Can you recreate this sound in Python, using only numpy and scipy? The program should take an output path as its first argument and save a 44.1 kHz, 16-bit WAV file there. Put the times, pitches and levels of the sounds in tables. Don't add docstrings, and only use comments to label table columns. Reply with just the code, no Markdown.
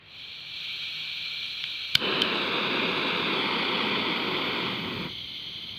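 import sys
import numpy as np
from scipy import signal
from scipy.fft import rfft, irfft
from scipy.io import wavfile
from scipy.ndimage import uniform_filter1d

SR = 44100
rng = np.random.default_rng(int(sys.argv[2]) if len(sys.argv) > 2 else 0)


def unload_audio(sound):
    columns = np.transpose(np.atleast_2d(sound))
    steps = np.round(np.clip(columns, -1, 1) * 32767)
    wavfile.write(sys.argv[1], SR, steps.astype(np.int16))


N = 254898
TIME = np.arange(N) / SR
BINS = np.fft.rfftfreq(1024, 1 / SR)
FRAMES = np.arange(N // 256 + 5) * 256 / SR
LIGHT_S, SHUT_S = 1.965, 5.085
BLUE_S = LIGHT_S + 0.053


def amp(db):
    return 10 ** (np.asarray(db) / 20)


def unit(x):
    return x / np.sqrt(np.mean(x ** 2) + 1e-20)


def curve(points, hz):
    f, value = np.transpose(points)
    return np.interp(np.log(hz + 1), np.log(f), value)


def after(s, ease_s, t=TIME):
    return .5 + .5 * np.tanh((t - s) / ease_s)


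def bells(modes, hz=BINS):
    return sum(db * .5 ** ((2 * (hz - f) / width) ** 2) for f, width, db in modes)


def band(hz, width):
    offset = (np.fft.rfftfreq(N, 1 / SR) - hz) / (width / 2)
    return unit(irfft(rfft(rng.standard_normal(N)) / (1 + offset ** 2 / 2) ** 2, N))


def turbulence(shape_db, patchy_db, unit_band_hz=(20, 20000)):
    real, imag, eddies = rng.standard_normal((3, len(FRAMES), len(BINS)))
    eddies = uniform_filter1d(eddies, size=7, axis=0)
    eddies = unit(uniform_filter1d(eddies, size=9, axis=1))
    spectra = (real + 1j * imag) * amp(shape_db + patchy_db * eddies)
    in_band = spectra * ((BINS >= unit_band_hz[0]) & (BINS <= unit_band_hz[1]))
    whole, part = signal.istft(np.array([spectra.T, in_band.T]), nperseg=1024, noverlap=768)[1][:, :N]
    return whole / np.std(part)


def flutter(depth_db, top_hz):
    rates = np.fft.rfftfreq(N, 1 / SR)
    weight = rates / (rates + top_hz / 10) / (1 + (rates / top_hz) ** 2)
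    waver = unit(irfft(rfft(rng.standard_normal(N)) * weight, N))
    return amp(depth_db * waver)


# frequency in Hz, relative level in dB.
ROOM_TONE = [(20, -30), (45, -13), (110, 0), (190, -6.5), (260, -9), (400, -10.5), (750, -12.5),
             (1500, -12.5), (3000, -8), (4500, -22), (6000, -60), (15000, -60)]
def room_tone():
    return amp(-54.5) * turbulence(curve(ROOM_TONE, BINS), patchy_db=0.1)


# frequency in Hz, seconds to fall by 60 dB.
ROOM_DECAY = [(150, 0.53), (1000, 0.19), (4000, 0.43), (14000, 0.26)]
def reverb(x):
    t = np.arange(SR // 2) / SR
    signs = rng.choice([-1., 1.], len(t))
    echoes = signs * (rng.random(len(t)) < 2000 / SR) * (t > .003)
    hz, age_s, spectra = signal.stft(echoes, SR, nperseg=256)
    decay = amp(-60 * age_s / curve(ROOM_DECAY, hz)[:, None])
    tail = signal.istft(spectra * decay, SR, nperseg=256)[1]
    return signal.fftconvolve(x, tail / np.linalg.norm(tail))[:N]


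# midpoint in seconds, ease in seconds, share of full flow added.
VALVE_TWISTS = [(0.119, 0.091, 0.43), (0.56, 0.094, 0.55)]
def gas_flow(t=TIME):
    return sum(share * after(s, ease, t) for s, ease, share in VALVE_TWISTS)


def drone():
    return band(hz=154.4, width=9.9) * amp(-63.5) * np.sqrt(gas_flow())


# frequency in Hz, relative level in dB.
COLD_JET = [(150, -20.5), (700, -30), (1100, -23), (1400, -14), (2080, -20.5), (2290, -1.5), (4270, 0.5),
            (4600, -16), (5000, -24.5), (6300, -28), (7000, -39), (13000, -43.5), (15000, -33),
            (16000, -42)]
# centre in Hz, width in Hz, gain in dB.
COLD_TUBE = [(2367, 140, 6), (2700, 240, -1.5), (3270, 230, 4.5), (5850, 300, 4), (7520, 400, 9),
             (9060, 330, 8.5), (10800, 390, 9.5), (12170, 540, 13)]
def cold_gas(treble_lift_db=0.5):
    shortfall = 1 - gas_flow(FRAMES)[:, None]
    treble = np.clip(np.log2((BINS + 1) / 4000), 0, 1)
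    colour_db = curve(COLD_JET, BINS) + bells(COLD_TUBE) + treble_lift_db * shortfall * treble
    hiss = turbulence(colour_db, patchy_db=1.0) * amp(-34.5)
    unlit = 1 - after(LIGHT_S, 0.007)
    return hiss * gas_flow() * flutter(depth_db=0.6, top_hz=45) * unlit


# midpoint in seconds, ease in seconds, rush lost in dB.
COLLAR_TWISTS = [(4.12, 0.3, 2.0), (4.76, 0.076, 5.5)]
def rush_lost_db():
    return sum(db * after(s, ease) for s, ease, db in COLLAR_TWISTS)


def collar_turn():
    lost_db = rush_lost_db()
    return lost_db / lost_db[-1]


# frequency in Hz, relative level in dB.
CHOKED_JET = [(500, -38), (1250, -25), (1780, -32), (2130, -3), (2820, -9.5), (3050, 5), (3850, -3),
              (4600, -8), (5100, -28.5), (6250, -25.5), (7000, -43), (8100, -58), (9000, -42.5),
              (15000, -33.5)]
# centre in Hz, width in Hz, gain in dB.
CHOKED_TUBE = [(3260, 720, 3.3), (4170, 200, 6.2), (6160, 180, 5.2), (9070, 670, 13.6), (11860, 380, 10)]
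def choked_gas(shut_boost_db=4.5, sag_db_per_s=2.5):
    hiss = turbulence(curve(CHOKED_JET, BINS) + bells(CHOKED_TUBE), patchy_db=0.6)
    sag_db = sag_db_per_s * np.maximum(TIME - SHUT_S, 0)
    level_db = -41.5 + shut_boost_db * after(SHUT_S, 0.0082) - sag_db
    return hiss * amp(level_db) * after(4.3, 0.78) * flutter(depth_db=0.57, top_hz=50)


# centre in Hz, width in Hz, open-collar level in dB, change when
# narrowed in dB, then one swell's midpoint in seconds, half length in seconds and height in dB.
INTAKE_BANDS = [(6430, 260, -72.5, 0, 2.8, 0.64, 4.5), (9130, 350, -79, 4.5, 3.57, 0.35, 6.5),
                (12300, 420, -75, -6, 4.32, 0.24, 8), (14500, 1700, -72.5, 5.5, 4.6, 0.3, 1.5)]
def air_intake():
    turn, hiss = collar_turn(), 0
    for hz, width, db, change_db, swell_s, half_s, swell_db in INTAKE_BANDS:
        swell = np.exp(-((TIME - swell_s) / half_s) ** 4)
        hiss += band(hz, width) * amp(db + change_db * turn + swell_db * swell)
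    drawing_air = after(BLUE_S, 0.022) * (1 - after(SHUT_S, .03))
    return hiss * drawing_air * flutter(depth_db=0.5, top_hz=80)


# start in seconds, ring, tick and thump levels in dB (the tick
# before its trim), pitch struck hardest in Hz, spread around that pitch in octaves.
TRIGGER_BLOWS = [(1.6393, -13.5, -68, -66, 2340, 0.54), (1.9518, -10, -14, -51, 3800, 1.3),
                 (1.9531, -2.5, -24, -21.5, 3630, 1.7), (2.2188, -8, -25, -55, 5200, 0.2),
                 (2.2195, -1.5, -28, -54, 3010, 0.099)]
# pitch in Hz, relative level in dB, seconds to fall 60 dB.
BODY_MODES = [(1500, -7.5, 0.016), (2300, -6, 0.016), (3110, -0.5, 0.013), (3430, 2, 0.013),
              (4240, -4, 0.018), (4200, -15, 0.01), (4690, -5.5, 0.012), (5300, -16, 0.012),
              (5900, -29, .012), (10800, -30, .008), (12400, -27, 0.02), (13000, -23, .012)]
def trigger(rise_s=0.00022, tick_s=0.00064, tick_trim_db=-4.5, thump_hz=135, thump_s=0.0056):
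    clicks, t = np.zeros(N), np.arange(SR // 10) / SR
    attack = (1 - np.exp(-t / rise_s)) ** 2
    for start_s, ring_db, tick_db, thump_db, centre_hz, spread in TRIGGER_BLOWS:
        ring = 0
        for hz, db, t60 in BODY_MODES:
            share = 1 / (1 + (np.log2(hz / centre_hz) / spread) ** 2)
            ring += share * amp(ring_db + db - 60 * t / t60) * np.sin(2 * np.pi * hz * t)
        tick = amp(tick_db + tick_trim_db) * rng.standard_normal(len(t)) * np.exp(-t / tick_s)
        thump = amp(thump_db) * np.sin(2 * np.pi * thump_hz * t) * np.exp(-t / thump_s)
        start = round(start_s * SR)
        clicks[start:start + len(t)] += ring * attack + tick + thump
    return clicks


# frequency in Hz, relative level in dB.
THROB = [(25, -44), (55, -13), (77, 7), (100, 0), (140, -6), (300, -63)]
def flame_throb(puff_s=0.16, lead_s=0.083, swell_s=0.093):
    puff = amp(-51) * np.exp(-np.maximum(TIME - LIGHT_S, 0) / puff_s)
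    collapse = amp(-50) * np.exp(-((TIME - SHUT_S + lead_s) / swell_s) ** 2)
    steady = amp(-65) + amp(-58) * after(SHUT_S, 0.2)
    low_cut = signal.butter(4, 55, "highpass", fs=SR, output="sos")
    flapping = signal.sosfilt(low_cut, turbulence(curve(THROB, BINS), patchy_db=3.5))
    return flapping * (puff + collapse + steady) * after(LIGHT_S, .02)


# centre in Hz before tuning, width in Hz, gain in dB.
HOT_TUBE = [(734, 275, -7), (1861, 314, -10.5), (2430, 230, 1.5), (2954, 270, -6.5), (3640, 360, 3),
            (4210, 480, -5.5)]
# centre in Hz, width in Hz, gain in dB.
LIGHTING_SONG = [(3100, 280, 9.5)]
def hot_tube_db(fresh=1.099, settled=1.027, shaded=0.934, song_s=0.36):
    settling = (settled - fresh) * after(2.38, 0.08, FRAMES)
    hand_shading = (shaded - settled) * after(3.33, 0.041, FRAMES)
    tuning = fresh + settling + hand_shading
    singing = np.exp(-((FRAMES[:, None] - LIGHT_S) / song_s) ** 4)
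    return bells(HOT_TUBE, BINS / tuning[:, None]) + singing * bells(LIGHTING_SONG)


# frequency in Hz, relative level in dB.
RUMBLE = [(20, -35), (45, -36), (78, -22), (110, -11.5), (205, 5), (280, -7), (400, -6.5), (650, -22.5),
          (1500, -55.5)]
RUSH = [(120, -53), (260, 2.5), (390, 4.5), (520, 0), (950, 0.5), (1500, -1), (2450, 2.5), (3600, 0.5),
        (4150, -5), (4650, -8), (5100, -24.5), (5700, -33.5), (6500, -44), (7500, -52)]
FIZZ = [(3000, -12), (5200, 15), (5900, 10), (6950, 3.5), (7800, 8), (8600, 2), (9700, 4.5), (11300, -0.5),
        (13000, 2), (16000, -3)]
# centre in Hz, width in Hz, gain in dB.
NEARBY_SPACE = [(238, 38, 6), (271, 15, -6), (369.6, 47, 4.5), (428, 35, -4.5), (480.8, 28, 6),
                (738, 35, -2.5), (952, 123, 3), (1052, 42, 4), (1288, 39, 3)]
def flame(first_puff=0.2, deepening=0.11):
    lit = after(LIGHT_S, 0.004) * (first_puff + (1 - first_puff) * after(BLUE_S, 0.023))
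    turn, shut = collar_turn(), after(SHUT_S + 0.013, 0.031)
    rumble_gain = amp(-40 + 3.5 * turn - 18 * shut)
    rush_gain = amp(-35 - rush_lost_db() - 22 * shut)
    fizz_gain = amp(-76 - 6 * turn) * (1 - shut)
    eddy_rate = 1 - deepening * np.interp(FRAMES, TIME, turn)[:, None]
    rumble_colour = curve(RUMBLE, BINS / eddy_rate) + bells(NEARBY_SPACE)
    rush_colour = curve(RUSH, BINS) + bells(NEARBY_SPACE) + hot_tube_db()
    rumble = rumble_gain * turbulence(rumble_colour, patchy_db=0, unit_band_hz=(90, 280))
    rush = rush_gain * turbulence(rush_colour, patchy_db=0.5, unit_band_hz=(800, 1600))
    fizz = fizz_gain * turbulence(curve(FIZZ, BINS), patchy_db=3, unit_band_hz=(9700, 11700))
    rumble *= flutter(depth_db=0.5, top_hz=15)
    cone = (rush + fizz) * flutter(depth_db=0.74, top_hz=121)
    return lit * (rumble + cone)


def scene():
    torch = cold_gas() + flame() + flame_throb() + air_intake() + choked_gas()
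    clicks = trigger()
    bed = room_tone() + drone()
    reflections = reverb(amp(-13.5) * torch + amp(-19.5) * clicks)
    return (torch + clicks + reflections + bed)[None]


def record(dry, ceiling=.82, cutoff_hz=15560):
    lean = signal.sosfilt(signal.butter(2, 40, "highpass", fs=SR, output="sos"), dry)
    rounded = lean / (1 + (lean / ceiling) ** 4) ** (1 / 4)
    high_cut = signal.firwin(511, cutoff_hz, window=("kaiser", 8), fs=SR)
    return signal.oaconvolve(rounded, high_cut[None], "same")


dry = scene()
out = record(dry)
unload_audio(out)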